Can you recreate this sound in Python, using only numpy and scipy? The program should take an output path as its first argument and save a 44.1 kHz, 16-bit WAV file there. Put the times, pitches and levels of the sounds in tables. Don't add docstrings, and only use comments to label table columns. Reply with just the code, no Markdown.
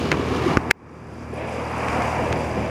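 import sys
import numpy as np
from scipy import signal
from scipy.fft import rfft, irfft, next_fast_len
from scipy.io import wavfile
from scipy.ndimage import uniform_filter1d, minimum_filter1d, map_coordinates

SR = 44100
rng = np.random.default_rng(int(sys.argv[2]) if len(sys.argv) > 2 else 0)


def put_to_file(sound):
    columns = np.atleast_2d(sound).T
    safe = np.clip(columns, -1, 1)
    whole_steps = np.round(safe * 32767)
    wavfile.write(sys.argv[1], SR, whole_steps.astype(np.int16))


N = 119070


def amp(db):
    return 10 ** (np.asarray(db) / 20)


def unit(x):
    return x / np.sqrt(np.mean(x ** 2) + 1e-20)


def curve(rows):
    return np.interp(np.arange(N) / SR, *np.transpose(rows))


def wobble(rate_hz):
    return map_coordinates(rng.standard_normal(2000), [np.arange(N) * rate_hz / SR + 4], mode="wrap")


def filtered(x, response):
    size = next_fast_len(N + 8192)
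    return irfft(rfft(x, size) * response(np.fft.rfftfreq(size, 1 / SR)), size)[..., :N]


def noise(spectrum):
    hz, db = np.transpose(spectrum)
    white = rng.standard_normal(N)
    return unit(filtered(white, lambda f: amp(np.interp(np.log(f + 1), np.log(hz + 1), db))))


def eddies(spectrum, slow_db, fast_db, slow_hz, fast_hz):
    return unit(noise(spectrum) * amp(slow_db * wobble(slow_hz) + fast_db * wobble(fast_hz)))


def resonances(x, bands):
    return filtered(x, lambda f: sum(amp(db) * 1j * f * width / (hz * hz - f * f + 1j * f * width)
                                     for hz, width, db in bands))


# nearest moment in seconds, gain in dB, nearest distance over speed in seconds.
CAR_PASSES = [(.51, -31, 0.085), (1.99, -28.5, 0.21)]
# frequency in Hz, density in dB.
TYRE_SPECTRUM = [(200, -25), (500, -8.5), (720, 0.5), (1100, -3.5), (1480, -7), (1800, -9.5), (1900, -6.5),
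                 (2400, -7.5), (2800, -12.5), (3300, -30.5), (5000, -27), (10000, -36.5), (15000, -61)]
TREAD_SPECTRUM = [(300, -33), (600, -8.5), (730, -1), (900, -2.5), (1080, -3.5), (1300, -10), (2000, -49)]
TREAD_DB, TREAD_LAG_S, CAR_MACH = 0.75, 0.04978, 0.11


def cars():
    t, out = np.arange(N) / SR, np.zeros(N)
    for nearest_s, db, pass_s in CAR_PASSES:
        distance = np.hypot(1, (t - nearest_s) / pass_s)
        tread_distance = np.hypot(1, (t - nearest_s - TREAD_LAG_S) / pass_s)
        emitted_s = t - CAR_MACH * pass_s * tread_distance
        tread = map_coordinates(noise(TREAD_SPECTRUM), [emitted_s * SR], mode="wrap")
        out += amp(db) * (noise(TYRE_SPECTRUM) / distance + amp(TREAD_DB) * tread / tread_distance)
    return out


# time in seconds, level in dB.
SPRAY_DB = [(0, -53), (.8, -53), (1.2, -51.5), (1.5, -48.5), (2.0, -46.5), (2.7, -50)]
# frequency in Hz, density in dB.
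SPRAY_SPECTRUM = [(1760, -12), (3000, -6), (3190, -1), (4090, -10), (4320, -9), (4820, 1), (5230, -4),
                  (5760, -3), (6690, -6.5), (7220, -5.5), (7840, -11), (9180, -13.5), (10200, -16),
                  (14600, -29), (15500, -36)]


def spray():
    hiss = eddies(SPRAY_SPECTRUM, slow_db=1.4, fast_db=1.3, slow_hz=18, fast_hz=470)
    return amp(curve(SPRAY_DB)) * hiss


# time in seconds, level in dB.
DRAUGHT_DB = [(0, -29.5), (.04, -25), (.1, -26), (.14, -21), (.2, -31), (.25, -24.5), (.36, -23.5),
              (.48, -21), (.55, -25), (.69, -29), (.82, -25), (1.0, -32.5), (1.2, -37), (2.7, -68)]
RUSH_DB = [(0, -31), (.8, -44), (1.27, -39), (1.38, -27.5), (1.6, -27.5), (1.9, -29), (2.25, -28.5),
           (2.6, -29), (2.7, -29)]
BUFFET_DB = [(0, -31), (.8, -41), (1.1, -36), (1.4, -32), (1.6, -45), (1.85, -35), (1.98, -32.5),
             (2.15, -38), (2.31, -27), (2.45, -35), (2.59, -27), (2.7, -40)]
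GAP_DB = [(0, -38), (.06, -39), (.2, -43.5), (.35, -39), (.53, -40), (.58, -51), (.72, -58), (.9, -83)]
# frequency in Hz, density in dB.
DRAUGHT_SPECTRUM = [(29, -45), (50, -4), (70, -10.5), (160, -0.5), (188, -5), (244, -0.5), (327, 0.5),
                    (456, -1), (623, -18), (853, -13.5), (1150, -7.5), (1600, -24), (1800, -18),
                    (2070, -24), (2300, -17), (3200, -47), (4160, -50), (7040, -120)]
RUSH_SPECTRUM = [(120, -30), (200, -9.5), (333, -12), (432, -3.5), (498, 0), (632, -3), (694, -5.5),
                 (801, -11.5), (1040, -9.5), (1270, -24.5), (1750, -18.5), (1920, -22), (2330, -13),
                 (3400, -31.5), (4420, -42.5), (7480, -120)]
BUFFET_SPECTRUM = [(20, -6), (45, -1), (100, -4.5), (220, -2), (350, -0.5), (700, -19.5), (1500, -57)]
GAP_SPECTRUM = [(1710, -24), (2900, 4), (3150, -1), (4600, -5.5), (6130, -10.5), (7110, -13.5),
                (7840, -21.5), (8410, -21.5), (10700, -23.5), (13100, -29), (15500, -41)]


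def wind():
    draught = eddies(DRAUGHT_SPECTRUM, slow_db=2.5, fast_db=1.4, slow_hz=22.76, fast_hz=140)
    rush = eddies(RUSH_SPECTRUM, slow_db=1.47, fast_db=1.5, slow_hz=12, fast_hz=110)
    buffet = eddies(BUFFET_SPECTRUM, slow_db=2, fast_db=-1.0, slow_hz=20, fast_hz=110)
    hiss = eddies(GAP_SPECTRUM, slow_db=1.0, fast_db=1.7, slow_hz=25, fast_hz=190)
    layers = [(DRAUGHT_DB, draught), (GAP_DB, hiss), (RUSH_DB, rush), (BUFFET_DB, buffet)]
    return sum(amp(curve(envelope)) * layer for envelope, layer in layers)


# centre in seconds, pitch in Hz, envelope peak in dB, half length in seconds.
WIND_BUMPS = [(0.198, 348, -15.5, .003), (0.469, 361, -12.5, 0.006), (1.336, 410, -17, 0.0044),
              (1.991, 257, -21, .007), (2.315, 100, -19.5, .008), (2.585, 189, -21.5, 0.01)]


def wind_bumps():
    t, out = np.arange(N) / SR, np.zeros(N)
    for centre_s, hz, db, half_s in WIND_BUMPS:
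        offset_s = t - centre_s
        out += amp(db) * np.exp(-(offset_s / half_s) ** 2) * np.sin(2 * np.pi * hz * offset_s)
    return out


# time in seconds, turns per second.
CRANK_HZ = [(0, 40.12), (.8, 39.7), (1.4, 39.44), (2.0, 39.4), (2.7, 39.52)]


def crank_angle():
    speed_hz = curve(CRANK_HZ) * (1 + 0.0015 * wobble(14))
    return 2 * np.pi * np.cumsum(speed_hz) / SR


# place in the cam's turn from 0 to 1, centre in Hz, filter width in Hz, gain in dB.
VALVE_TICKS = [(0.77, 4900, 390, -55), (0.2, 4920, 380, -61), (.41, 8330, 470, -62.5),
               (0.69, 9940, 1400, -62), (.35, 10400, 1240, -66), (.05, 10000, 1600, -66)]
# time in seconds, gain in dB.
TICK_DB = [(0, -9), (.9, -10), (1.2, -8.5), (1.6, 0), (2.7, -5.5)]
TICK_SHARPNESS, TICK_SCATTER_DB = 4.9, 4


def valves(crank_rad):
    out = np.zeros(N)
    for place, hz, width_hz, db in VALVE_TICKS:
        band = [(hz, width_hz, 0)]
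        sizzle = resonances(resonances(rng.standard_normal(N), band), band)
        pulses = np.exp(TICK_SHARPNESS * np.cos(crank_rad / 2 - 2 * np.pi * place))
        strength = amp(TICK_SCATTER_DB * wobble(29.83))
        out += amp(db) * unit(sizzle * pulses * strength)
    return amp(curve(TICK_DB)) * out


# multiple of the crank speed, level in dB.
EXHAUST_ORDERS = [(2, -34.5), (3, -35.5), (4, -40), (5, -46.5), (6, -40), (7, -46.5), (8, -48), (9, -54),
                  (10, -48.5)]
# frequency in Hz, density in dB.
CLATTER_SPECTRUM = [(76, -21), (130, -4), (141, 0.5), (338, 2), (427, -29), (576, -38), (600, -23),
                    (651, -21), (1480, -13.5), (1560, -10), (3400, -50.5), (4420, -68), (7480, -120)]
FIRING_JITTER_RAD, ROUGHNESS_DB = 0.05, 1.2
CLATTER_DB, CLATTER_DEPTH = -36, 0.63


def engine(crank_rad):
    firing_rad = crank_rad + FIRING_JITTER_RAD * wobble(29.92)
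    hum = np.zeros(N)
    for order, db in EXHAUST_ORDERS:
        peak = np.sqrt(2) * amp(db + ROUGHNESS_DB * wobble(38))
        hum += peak * np.sin(order * firing_rad + rng.uniform(0, 2 * np.pi))
    clatter = noise(CLATTER_SPECTRUM) * (1 + CLATTER_DEPTH * np.cos(crank_rad))
    return hum + amp(CLATTER_DB) * unit(clatter)


# centre in Hz, width in Hz, gain in dB.
HELMET_BANDS = [(492.2, 7.8, -5), (723, 23, -13), (1700, 16, -1), (2380, 27, -19.5), (4860, 36, -8.5),
                (8370, 110, -7.5), (9800, 150, -11.5), (10700, 110, -3), (12100, 200, -10),
                (13130, 150, -5)]


def helmet(outside):
    return outside + resonances(outside, HELMET_BANDS)


# start in seconds, then thud, ring and crack gains in dB.
VISOR_CONTACTS = [(0.1163, -8, -7, -10.5), (0.1182, -5, -5.5, -21), (0.1204, -7, -13, -40),
                  (0.1261, -5, -17, -47), (0.1274, -25, -12, -40), (0.1335, -10, -40, -39),
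                  (0.5714, 12.5, -7, -17), (0.5748, -1.5, -18, -22.5), (0.7055, -35, -27, -17),
                  (0.7077, -34, -10, -30), (0.7101, -17, -2, -2.5), (0.7106, -1.5, 4, 9),
                  (.7119, 6, 27.5, 21.5), (1.885, -10, -16, -22), (2.021, -10, -21, -25),
                  (2.3236, -25, -25, -27), (2.3273, -26, -11.5, -17.5)]
# frequency in Hz, relative level in dB, T60 in seconds.
THUD_MODES = [(147, -19.5, 0.038), (275, -5, 0.012), (377, -4, 0.012), (1230, -13.5, 0.019),
              (1440, -1, 0.0066)]
RING_MODES = [(1637, 0.5, 0.0057), (1760, -3, 0.011), (2036, 2, 0.012), (2264, -0.5, 0.0081),
              (2493, -10.5, 0.015), (5170, -20, 0.0048), (5370, -13, 0.0045), (6430, -12.5, 0.0057),
              (6940, -22, 0.0026), (8040, -24.5, 0.0039)]
# frequency in Hz, density in dB.
CRACK_SPECTRUM = [(120, -25), (420, 8.5), (900, 4), (1500, 5), (2600, 4), (3050, -12), (4000, -3),
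                  (5100, -2), (9000, -16), (15000, -31)]
CONTACT_RISE_S, CRACK_T60_S = 0.00017, 0.0099


def struck_modes(modes, t):
    return sum(amp(db - 60 * t / t60_s) * np.sin(2 * np.pi * hz * t) for hz, db, t60_s in modes) / 2


def visor():
    t, out = np.arange(SR // 10) / SR, np.zeros(N + SR)
    rise = 1 - np.exp(-t / CONTACT_RISE_S)
    thud, ring = struck_modes(THUD_MODES, t), struck_modes(RING_MODES, t)
    for start_s, thud_db, ring_db, crack_db in VISOR_CONTACTS:
        crack = noise(CRACK_SPECTRUM)[:len(t)] * amp(crack_db - 60 * t / CRACK_T60_S)
        contact = rise * (amp(thud_db) * thud + amp(ring_db) * ring + crack)
        out[round(start_s * SR):][:len(t)] += contact
    return out[:N]


def scene():
    crank_rad = crank_angle()
    ride = engine(crank_rad) + valves(crank_rad) + wind() + spray() + cars()
    return np.tile(helmet(ride) + wind_bumps() + visor(), (2, 1))


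LOW_CUT_HZ, HIGH_CUT_HZ = 52, 15350
CEILING_DB, ATTACK_S, RECOVERY_PER_S = 2, 0.00085, 0.76


def record(dry):
    x = signal.sosfilt(signal.butter(3, LOW_CUT_HZ, "high", fs=SR, output="sos"), dry)
    allowed_gain = np.minimum(1, amp(CEILING_DB) / (np.abs(x).max(axis=0) + 1e-9))
    climb = RECOVERY_PER_S * np.arange(N) / SR
    held_gain = np.minimum.accumulate(allowed_gain - climb) + climb
    attack_samples = round(ATTACK_S * SR)
    gain = uniform_filter1d(minimum_filter1d(held_gain, attack_samples // 2 + 1), attack_samples)
    return filtered(np.clip(x * gain, -1, 1), lambda hz: hz < HIGH_CUT_HZ)


dry = scene()
out = record(dry)
put_to_file(out)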